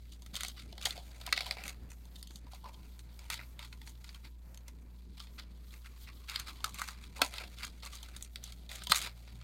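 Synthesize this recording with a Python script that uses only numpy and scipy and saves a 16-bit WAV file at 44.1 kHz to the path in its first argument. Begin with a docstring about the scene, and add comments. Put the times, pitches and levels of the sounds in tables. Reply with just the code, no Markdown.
"""Hollow plastic bricks click and scrape as hands sort and press them on a cloth-strewn floor.
Ragged contacts excite their modes: clicks are single blows, scrapes are streams of tiny slips.
Soft thuds are decaying sines; a small soft room adds a short dull tail to all these contacts.
Behind them a motor hums as wavering sines, and coloured noise makes the room air and microphone hiss.
The phone close by cuts the top."""
import sys
import numpy as np
from scipy import signal
from scipy.fft import rfft, irfft
from scipy.io import wavfile
from scipy.ndimage import uniform_filter1d

SR = 44100
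rng = np.random.default_rng(int(sys.argv[2]) if len(sys.argv) > 2 else 0)


def generate_wav(sig):
    """Save sig (samples, or channels by samples) to the path in sys.argv[1] as 16-bit PCM at SR."""
    pcm = np.round(np.clip(np.atleast_2d(sig).T, -1, 1) * 32767).astype(np.int16)
    wavfile.write(sys.argv[1], SR, pcm)


N = 415863

# Brick clicks: start_s, wall_peak_db, then hollow_db, body_db, edge_db (peaks against the wall ring),
# near_hz (low mode nearest the blow)
BRICK_CLICKS = [(0.221, -48.5, -11.5, -18, 3, 990), (0.262, -44.5, -16, -4, 0.5, 912),
                (0.3425, -38, -9, -23, -4, 614), (0.3537, -27, -39, -28, -4, 2600),
                (0.3637, -29, -31, -25, 0, 2160), (0.407, -25, -37, -5, -3.5, 1720),
                (0.4334, -27, -17, -0.5, 1.5, 1980), (0.4474, -29.5, -13, -1.5, -6, 2020),
                (0.482, -35.5, -16, -13, 6, 2120), (0.7267, -41, -7, -19, -9, 775),
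                (0.7794, -36.5, -13, -5, -16, 704), (0.8243, -31, -28, -17, -13, 2370),
                (0.828, -34, -28, -12, -3, 2400), (0.851, -31, -29, -16, -4, 2430),
                (0.8537, -18, -18, -22, -3.5, 2260), (0.8581, -21, -23, -5.5, -17, 2460),
                (0.868, -27, -6, -11, -8, 2300), (0.9064, -22.5, -38, -20, -14, 2370),
                (0.9764, -39, 1, -6, -13, 646), (1.1113, -51, -11, -19, -18, 727),
                (1.212, -38, -11, -7, -11, 2170), (1.264, -29.5, -29, -8, -4.5, 2390),
                (1.2751, -38, 3, 0, -14, 780), (1.2895, -41, -12, 7, -11, 2120),
                (1.3257, -15, -25, 0, -20, 1810), (1.3747, -19, -16.5, -2, -34, 2150),
                (1.4066, -24.5, -13, -1.5, -33, 2130), (1.465, -31.5, -7, -20, -7, 775),
                (1.51, -18, -24, -4, -19, 2170), (1.5691, -42.5, 6.5, 4, -20, 740),
                (1.583, -45, -15, 6, -17, 2200), (1.6366, -37.5, -27, 3, 0, 2470),
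                (1.6547, -41, -10, 4, -7, 2120), (1.6788, -32, -31, -1.5, 2, 2230),
                (1.691, -40, -24, -8, -8, 2480), (1.916, -47, -7.5, 3.5, 5, 2540),
                (2.053, -50.5, -10, -17, -0.5, 2400), (2.156, -42.5, -33, -16, -4.5, 2600),
                (2.161, -43, -28, -15, -8, 2500), (2.2277, -35.5, -29, -13, -3.5, 2580),
                (2.272, -41, -31, -29, -3, 2370), (2.3067, -45, -8, -5, -5, 1200),
                (2.357, -37.5, -21, -30, -1, 1030), (2.4674, -54.5, 2.5, 0, -8, 931),
                (2.5335, -40.5, -3, -28, -16, 703), (2.6579, -52.5, 12, -5, -9, 945),
                (2.7426, -45, -20, -17, -24, 958), (2.992, -42, -28, -5.5, -2, 2130),
                (3.1907, -44.5, -22, -2, 0.5, 1040), (3.3005, -26.5, -8.5, -0.5, -2.5, 2020),
                (3.341, -32, -15, -3, -1, 2090), (3.3913, -47.5, -5, 12.5, -14, 2240),
                (3.5915, -34, -15, -3, -9, 2140), (3.627, -37, -17, -8, -18, 2260),
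                (3.727, -40, -24, 0, -17, 2200), (3.815, -43, -15.5, -3, -5, 2250),
                (3.8738, -42, -13, 2, -7, 2200), (4.043, -40.5, -20, -2.5, -4, 2200),
                (4.0908, -39, -28, -6, -25, 2330), (4.1453, -41, -16, -12, -9, 1310),
                (4.2482, -50.5, -12.5, -18, -13, 2240), (4.545, -44, -17, -7.5, -1, 2300),
                (4.5743, -44.5, -22, -4, 3, 1050), (4.6795, -47.5, -18, -1, 7, 2250),
                (5.201, -34.5, -16, -8.5, -30, 1250), (5.2698, -45.5, -16, -7, -24, 2210),
                (5.3955, -37.5, -35, -2, -22, 1800), (5.7394, -50, -23, 4, -8, 2300),
                (6.0861, -50.5, -2, 4, -11, 2320), (6.288, -36, -29, -1, -17, 2140),
                (6.2954, -29.5, -25, -3, -4, 2450), (6.357, -19, -45, -11.5, -17, 2140),
                (6.3972, -30.5, -18, -2.5, 3.5, 2140), (6.4822, -44, -11, 3, -10, 1250),
                (6.6037, -43.5, -6, -9, -25, 900), (6.6421, -19.5, -29, -4, -3.5, 1380),
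                (6.66, -36.5, -4, -4, -3, 1500), (6.7432, -41, -12, -1, 7, 2590),
                (6.786, -34, -15, -1, -4, 2450), (6.793, -33.5, -6.5, -4, 0, 1324),
                (6.8157, -30.5, -21, 7.5, 3.5, 1460), (6.8849, -30, -15, 0, -4.5, 1230),
                (7.0383, -40.5, -18, -4, -17, 2530), (7.217, -11.5, -8, -2.5, -6.5, 822),
                (7.3374, -40, -20, -8, -0.5, 2550), (7.3813, -30, -14, -3.5, -34, 2500),
                (7.436, -43, 1, 5, -21, 610), (7.585, -38, -29, -26, -10, 1480),
                (7.6305, -34.5, -13, -5, -11, 2260), (7.649, -33, -29, -23, 1, 2360),
                (7.831, -41.5, -7, -2, -23, 2040), (7.8507, -40, -17, -8, 3, 2200),
                (7.86, -37, -7, -6, -3, 1130), (7.9317, -43, -8, -12, -19, 1120),
                (7.954, -40, -17, -11, 4, 1240), (7.9743, -48, -18, -12, -5, 2200),
                (8.0292, -38, -15, -11, -0.5, 1070), (8.086, -42, -14, -4, -3, 1450),
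                (8.1634, -37, -28, -6, 0, 1200), (8.2104, -46, -29, -6, -9, 2200),
                (8.2248, -38, -33, -8, 9, 1980), (8.246, -45, -24, -16, 3, 2200),
                (8.3583, -28.5, -44, -6, -12, 2550), (8.4387, -39, -25, -8.5, 8, 2080),
                (8.522, -40, -23, -5.5, -3, 713), (8.692, -35.5, -24, -9.5, -14, 2440),
                (8.7144, -36, -16, -1.5, -3, 2390), (8.7563, -40, -28, -7, 3, 1530),
                (8.82, -43, -15, 2, -7, 1400), (8.8357, -41, -17, -8, 6, 2210),
                (8.87, -25, -16, -10.5, -6, 2160), (8.8957, -27.5, -25, -6, -3, 1600),
                (8.9187, -9.5, -19, -1, -6, 1690), (8.9451, -21.5, -40, -3, -4, 2320),
                (8.9707, -33, -24, -17, -2, 1330), (9.0236, -29, -32, -11, -0.5, 2130),
                (9.0706, -36, -4, -2, -24, 1500), (9.2756, -50.5, -2, 2.5, -17, 750),
                (9.413, -44.5, -16, -3.5, -22, 1480)]
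# Clicks where bare plastic snaps with a much shorter contact: start_s
SNAP_TIMES = [1.51, 2.227, 2.992, 4.545, 4.574, 7.955, 8.225, 8.359]

# Brick modes by family, before the blow favours some and the brick's size shifts them:
# pitch_hz, level_db (relative), t60_s
HOLLOW_MODES = [(602, -14, 0.032), (752, 8.5, 0.018), (950, 15, 0.046), (1141, 8, 0.057)]
BODY_MODES = [(1315, 1.5, 0.032), (1535, 8, 0.01), (1963, -7.5, 0.057), (2190, 10, 0.011), (2515, 6, 0.014)]
WALL_MODES = [(3236, 1, 0.0096), (3640, 4, 0.0083), (4230, 1, 0.01), (4740, -16, 0.036)]
EDGE_MODES = [(6375, 7.5, 0.0066), (7250, 6, 0.0036), (8665, -5, 0.019), (9100, -10, 0.0083),
              (11200, -3, 0.005), (11900, -20, 0.013), (17400, -7, 0.0027)]
SIZE_SPREAD = 0.025  # standard deviation of the mode shift from click to click, as a share
# The bricks in hand change, and with them the hollow mode that sounds most: time_s, pitch_hz
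HANDFUL_PITCH = [(0, 706), (1.7, 770), (2.6, 884), (4.8, 954), (6.2, 1120), (7.0, 1120), (7.2, 840),
                 (9.43, 800)]

# A brick is dragged over cloth or another brick: start_s, length_s, wall_db (before the scrape's trim),
# then hollow_db, body_db, edge_db (against the wall ring)
BRICK_DRAGS = [(0.123, 0.0053, -53.5, -25, -7, -5), (0.341, 0.15, -46.5, -29, -4, -7),
               (0.571, 0.039, -53, -32, -1.5, -9.5), (0.813, 0.03, -50.5, -15, 1.5, -2),
               (.866, 0.015, -39.5, -18, -4.5, -1), (.9, 0.032, -47.5, -23, -2.5, -5),
               (.96, 0.015, -49, -9, -8, -7), (1.265, 0.014, -53, -21, 6, -12),
               (1.335, 0.17, -45.5, -11, -1.5, -25.5), (1.5, 0.036, -51.5, -10, -5, -17),
               (1.565, 0.061, -54, -1, 2, -23), (1.657, 0.036, -47, -8.5, 1, -2.5),
               (1.905, 0.011, -61, -12, -5, 6), (2.153, 0.0092, -60, -20, -15, -14),
               (2.186, 0.011, -58.5, -24, -20, -0.5), (2.28, 0.02, -61, -20, -15, -6),
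               (2.31, .065, -64.5, -12, -12, 0), (2.515, 0.045, -59, -4.5, -1.5, -4.5),
               (2.643, 0.065, -59.5, 5.5, -2, -7), (2.73, 0.13, -66, -2, -1, -4),
               (3.21, 0.06, -63, -1, 0.5, -4), (3.308, 0.03, -40.5, -19, -1.5, -4),
               (3.37, 0.057, -57, -22, 3.5, -25), (3.598, 0.058, -54, -12, 1, -6),
               (3.722, 0.0089, -55.5, -16, -2, -5), (3.863, 0.034, -55.5, -11, -6.5, -1),
               (4.04, 0.13, -62, -12, -2.5, -4), (4.24, 0.014, -54.5, -7, 0.5, -10),
               (4.678, 0.01, -59, -5, -2, -1.5), (5.179, 0.062, -57, -12, -2, -7),
               (5.385, 0.02, -52.5, -27, 1, -24), (5.711, 0.042, -58.5, -10, -0.5, -5),
               (5.85, 0.018, -59, -19, 4, -3), (6.012, 0.044, -61.5, -22, -7, -4),
               (6.075, 0.018, -58, -16, 4, -24), (6.286, 0.12, -47, -29, -0.5, -10),
               (6.468, 0.035, -49.5, -4, -0.5, -8), (6.653, 0.047, -57, 5.5, -1, 3.5),
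               (6.76, 0.093, -50.5, -8, 1.5, -4), (6.874, 0.035, -48, -8, 1, -3),
               (7.03, 0.023, -58.5, -27, 1.5, -2), (7.162, 0.018, -52.5, -1, 0, -2.5),
               (7.195, 0.018, -60, 18, -12, -1), (7.225, 0.027, -41.5, -1, 0.5, 0),
               (7.325, 0.11, -49.5, -6, -0.5, -11), (7.581, 0.07, -51, -27, -0.5, -5.5),
               (7.624, 0.03, -43, -21, 0, -7), (7.828, 0.045, -52.5, -16, 1, -7),
               (7.925, 0.058, -53, -18, -2.5, -5), (8.02, 0.074, -58, -18, -2, -13),
               (8.13, 0.13, -63.5, -11, 1, -8), (8.432, 0.058, -55, -12, -4, -6.5),
               (8.7, 0.079, -50, -9, -1, -5), (8.8, 0.078, -53.5, -16, -1, -21),
               (8.906, 0.0085, -30.5, -11.5, -8, -7), (8.956, 0.0087, -30.5, -20.5, -2.5, 0),
               (8.99, 0.072, -40.5, -12, -3, -9.5)]
DRAG_RISE_DB_S, DRAG_FALL_DB_S = 1997, 457
# A clicked brick slides on: base level, share of the click's dB that it follows, fade
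SETTLE_DB, SETTLE_SHARE, SETTLE_DB_S = -38, 0.54, 514
# Hands keep stirring the heap: time_s, wall_db (before the scrape's trim)
HEAP_STIR = [(0.0, -70.5), (0.52, -66), (1.26, -59.5), (1.49, -51), (1.76, -71.5), (4.02, -68), (4.33, -76),
             (6.38, -64.5), (6.54, -59.5), (7.14, -65), (7.35, -55), (7.69, -65.5), (8.06, -61.5),
             (8.3, -71), (8.72, -65.5), (8.9, -66), (9.09, -65.5), (9.43, -65)]
STIR_HOLLOW_DB, STIR_BODY_DB, STIR_EDGE_DB = -5, -2, -5.5  # against the wall ring

# Hands and bricks bump the floor: start_s, level_db (before the decay), pitch_hz
FLOOR_THUDS = [(0.332, -42.5, 197), (0.848, -42, 100), (1.328, -54, 300), (2.148, -58, 263),
               (2.304, -53.5, 330), (2.352, -47, 172), (2.445, -53, 280), (3.302, -50, 91.5),
               (6.402, -42, 93), (7.218, -35, 274), (8.9, -35.5, 175)]
# Motor and mains lines: pitch_hz, level_db (rms, before wavering)
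HUM_LINES = [(58.4, -50.5), (116.8, -70), (120.1, -72.5), (175.2, -72.5), (206, -90), (233.6, -82.5)]
# Colour of room air and microphone hiss: pitch_hz, level_db (relative, per Hz)
AIR_COLOUR = [(25, 2.5), (45, 2.5), (75, 9), (100, 0.5), (190, 3), (440, -10), (990, -21), (1900, -23),
              (3800, -36), (5500, -28.5), (10500, -29), (11600, -29), (11950, -16), (12300, -26.5),
              (16000, -30)]
# Drift of the air below 500 Hz: time_s, level_db (relative)
RUMBLE_DRIFT = [(2.4, 1), (4.4, -0.5), (5.8, -1), (6.4, 0.5)]
AIR_DB = -60  # rms of the whole air layer
ROOM_T60_S, ROOM_DB, ROOM_HZ = 0.089, -17, 6200
TOP_HZ = 15900


def undb(db):
    """Turn decibels into an amplitude factor."""
    return 10 ** (np.asarray(db) / 20)


def level(x, db):
    """Scale a signal to an rms level in dB."""
    return x * undb(db) / np.sqrt(np.mean(x ** 2))


def follow(table, t):
    """Glide in straight lines through a two-column table of times and values."""
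    return np.interp(t, *np.transpose(table))


def fade(t60, seconds):
    """Exponential decay that loses 60 dB in t60."""
    return np.exp(-np.log(1000) * np.arange(int(seconds * SR)) / SR / t60)


def walk(rate):
    """Random levels held 1 / rate s and slewed twice; spread near 1."""
    hold = int(SR / rate)
    steps = np.repeat(rng.standard_normal(N // hold + 1), hold)
    return 2.48 * uniform_filter1d(uniform_filter1d(steps, hold), hold)[:N]


def ring(modes, detune=1):
    """Impulse response of a set of modes; a small object radiates little below its lowest mode."""
    seconds = 0.06
    t = np.arange(int(seconds * SR)) / SR
    wave = sum(undb(db) * np.sin(2 * np.pi * hz * detune * t) * fade(t60, seconds)
               for hz, db, t60 in modes)
    low_cut = signal.butter(2, 1.026 * modes[0][0], "high", fs=SR, output="sos")
    return signal.sosfilt(low_cut, wave)


def effort():
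    """Gains of wall, hollow, body and edge: stirring, drags and the slide after each click add as power."""
    t = np.arange(N) / SR
    stir_colour_db = [[0], [STIR_HOLLOW_DB], [STIR_BODY_DB], [STIR_EDGE_DB]]
    gain = undb(follow(HEAP_STIR, t)) * undb(stir_colour_db)
    drags = [(*row, DRAG_FALL_DB_S, DRAG_RISE_DB_S) for row in BRICK_DRAGS]
    # A slide has no length of its own and starts at once
    slides = [(s, 0, SETTLE_SHARE * db + SETTLE_DB, *colour_db, SETTLE_DB_S, np.inf)
              for s, db, *colour_db, _ in BRICK_CLICKS]
    for s, length, db, *colour_db, fall_db_s, rise_db_s in drags + slides:
        near = slice(max(int(s * SR) - SR // 10, 0), int((s + length) * SR) + SR // 4)
        before_db = np.where(t[near] < s, rise_db_s, 0) * np.abs(s - t[near])
        after_db = fall_db_s * np.maximum(t[near] - s - length, 0)
        family_db = db + np.array([0, *colour_db])[:, None]
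        gain[:, near] = np.hypot(gain[:, near], undb(family_db - before_db - after_db))
    return gain


def slips(rate, scatter_db, rub_db, touch_s):
    """Small ragged contacts of scattered size over a fine rub; the mean drag stays even."""
    starts = (rng.random(N) < rate / SR) * undb(scatter_db * rng.exponential(size=N))
    contacts = signal.lfilter([1], [1, -np.exp(-1 / (touch_s * SR))], starts)
    grip = contacts + undb(rub_db + 5.2 * walk(70))
    jolt = grip * rng.standard_normal(N)
    return jolt / np.sqrt(uniform_filter1d(jolt ** 2, int(0.0455 * SR)) + 1e-9)


def scrape(count=3, spread=0.069, fall_db=25):
    """Slipping bricks of several sizes ring their modes; the colour follows the handful and flickers."""
    wall, hollow, body, edge = effort()
    pushes = [slips(rate=150, scatter_db=3.8, rub_db=-10.5, touch_s=0.0018) for _ in range(count)]
    sizes = 1 + spread * np.linspace(-1, 1, count)
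    hand_hz = follow(HANDFUL_PITCH, np.arange(N) / SR)
    families = [(WALL_MODES, wall), (BODY_MODES, body), (EDGE_MODES, edge)]
    # Each hollow mode loses fall_db an octave away from the handful's pitch
    for mode in HOLLOW_MODES:
        octaves_off = np.abs(np.log2(mode[0] / hand_hz))
        families.append(([mode], hollow * undb(-fall_db * octaves_off)))
    out = 0
    for modes, gain in families:
        family = sum(signal.oaconvolve(push, ring(modes, size))[:N] for push, size in zip(pushes, sizes))
        out = out + gain * undb(-2.5 + 1.0 * walk(25)) * level(family, 0)
    return out


def hum():
    """Motor and mains lines are sines; the close pair beats a few times a second, the weak lines waver most."""
    turn = 2 * np.pi * np.arange(N) / SR + 0.002 * walk(1.5)  # shared slight pitch wander
    waver_db = [0.15] + [1.8] * (len(HUM_LINES) - 1)
    out = 0
    for (hz, db), w_db in zip(HUM_LINES, waver_db):
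        amplitude = np.sqrt(2) * undb(db + w_db * walk(7.7))
        out = out + amplitude * np.sin(hz * turn + 2 * np.pi * rng.random())
    return out


def air():
    """Coloured noise in three bands; the rumble and the hiss flicker apart from each other."""
    hz, db = np.transpose(AIR_COLOUR)
    bins = np.arange(N // 2 + 1) * SR / N + 1
    colour = undb(np.interp(np.log(bins), np.log(hz), db))
    rumble_db = follow(RUMBLE_DRIFT, np.arange(N) / SR)
    # Band edges in Hz, then drift and flicker in dB
    bands = [(0, 500, rumble_db, 1.2), (500, 5000, 0, 2.2), (5000, SR, 0, 2.2)]
    out = 0
    for low, high, drift_db, flicker_db in bands:
        spectrum = rfft(rng.standard_normal(N)) * colour * (bins >= low) * (bins < high)
        out = out + irfft(spectrum, N) * undb(drift_db + flicker_db * walk(16))
    return level(out, AIR_DB)


def struck(modes, near_hz, fall_db=20):
    """A blow near one mode favours it: the others lose fall_db an octave; a family out of reach rings evenly."""
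    reached = modes[0][0] / 1.15 < near_hz < modes[-1][0] * 1.15
    return [(hz, db - reached * fall_db * abs(np.log2(hz / near_hz)), t60) for hz, db, t60 in modes]


def clicks(rise=0.65, touch_s=0.0016, snap_s=0.00059, ragged_db=4.5):
    """Each click is a ragged contact that swells and dies within ms; bricks differ in size, so the modes shift."""
    out = np.zeros(N + SR)
    chance = rng.standard_normal((len(BRICK_CLICKS), 3, 1024))
    t = np.arange(1024) / SR
    for (s, wall_db, hollow_db, body_db, edge_db, near_hz), (push, rag, size) in zip(BRICK_CLICKS, chance):
        snaps = np.isclose(s, SNAP_TIMES, rtol=0, atol=0.004).any()
        lasts = snap_s if snaps else touch_s
        swell = (1 - np.exp(-t / (rise * lasts))) * np.exp(-t / lasts)
        contact = push * undb(ragged_db * np.repeat(rag[:32], 32)) * swell
        # A blow above the hollow modes leaves them to the handful's pitch
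        hollow_hz = near_hz if near_hz < BODY_MODES[0][0] else follow(HANDFUL_PITCH, s)
        families = [(WALL_MODES, 0), (struck(HOLLOW_MODES, hollow_hz, fall_db=69), hollow_db),
                    (struck(BODY_MODES, near_hz), body_db), (EDGE_MODES, edge_db)]
        for modes, db in families:
            part = signal.fftconvolve(contact, ring(modes, 1 + SIZE_SPREAD * size[0]))
            out[int(s * SR):][:len(part)] += undb(wall_db + db) * part / np.abs(part).max()
    return out[:N]


def thuds(t60=0.058):
    """A soft blow rings the floor boards briefly, as a decaying sine."""
    out = np.zeros(N + SR)
    t = np.arange(SR // 4) / SR
    for s, db, hz in FLOOR_THUDS:
        out[int(s * SR):][:len(t)] += undb(db) * np.sin(2 * np.pi * hz * t) * fade(t60, 0.25)
    return out[:N]


def room(x):
    """A short dull tail of decaying noise that starts with the first wall echoes."""
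    tail = rng.standard_normal(SR // 2) * fade(ROOM_T60_S, 0.5)
    tail = signal.sosfilt(signal.butter(1, ROOM_HZ, fs=SR, output="sos"), tail)
    tail[:int(0.006 * SR)] = 0
    tail = tail / np.sqrt(np.sum(tail ** 2))
    return x + undb(ROOM_DB) * signal.fftconvolve(x, tail)[:N]


def scene():
    """Brick and floor sounds ring in the room; hum and air lie under them, in mono."""
    contacts = scrape() + clicks() + thuds()
    return (room(contacts) + hum() + air())[None]


def record(dry):
    """The phone cuts the top with a steep low-pass."""
    return signal.sosfilt(signal.ellip(8, 0.2, 70, TOP_HZ, fs=SR, output="sos"), dry)


dry = scene()
out = record(dry)
generate_wav(out)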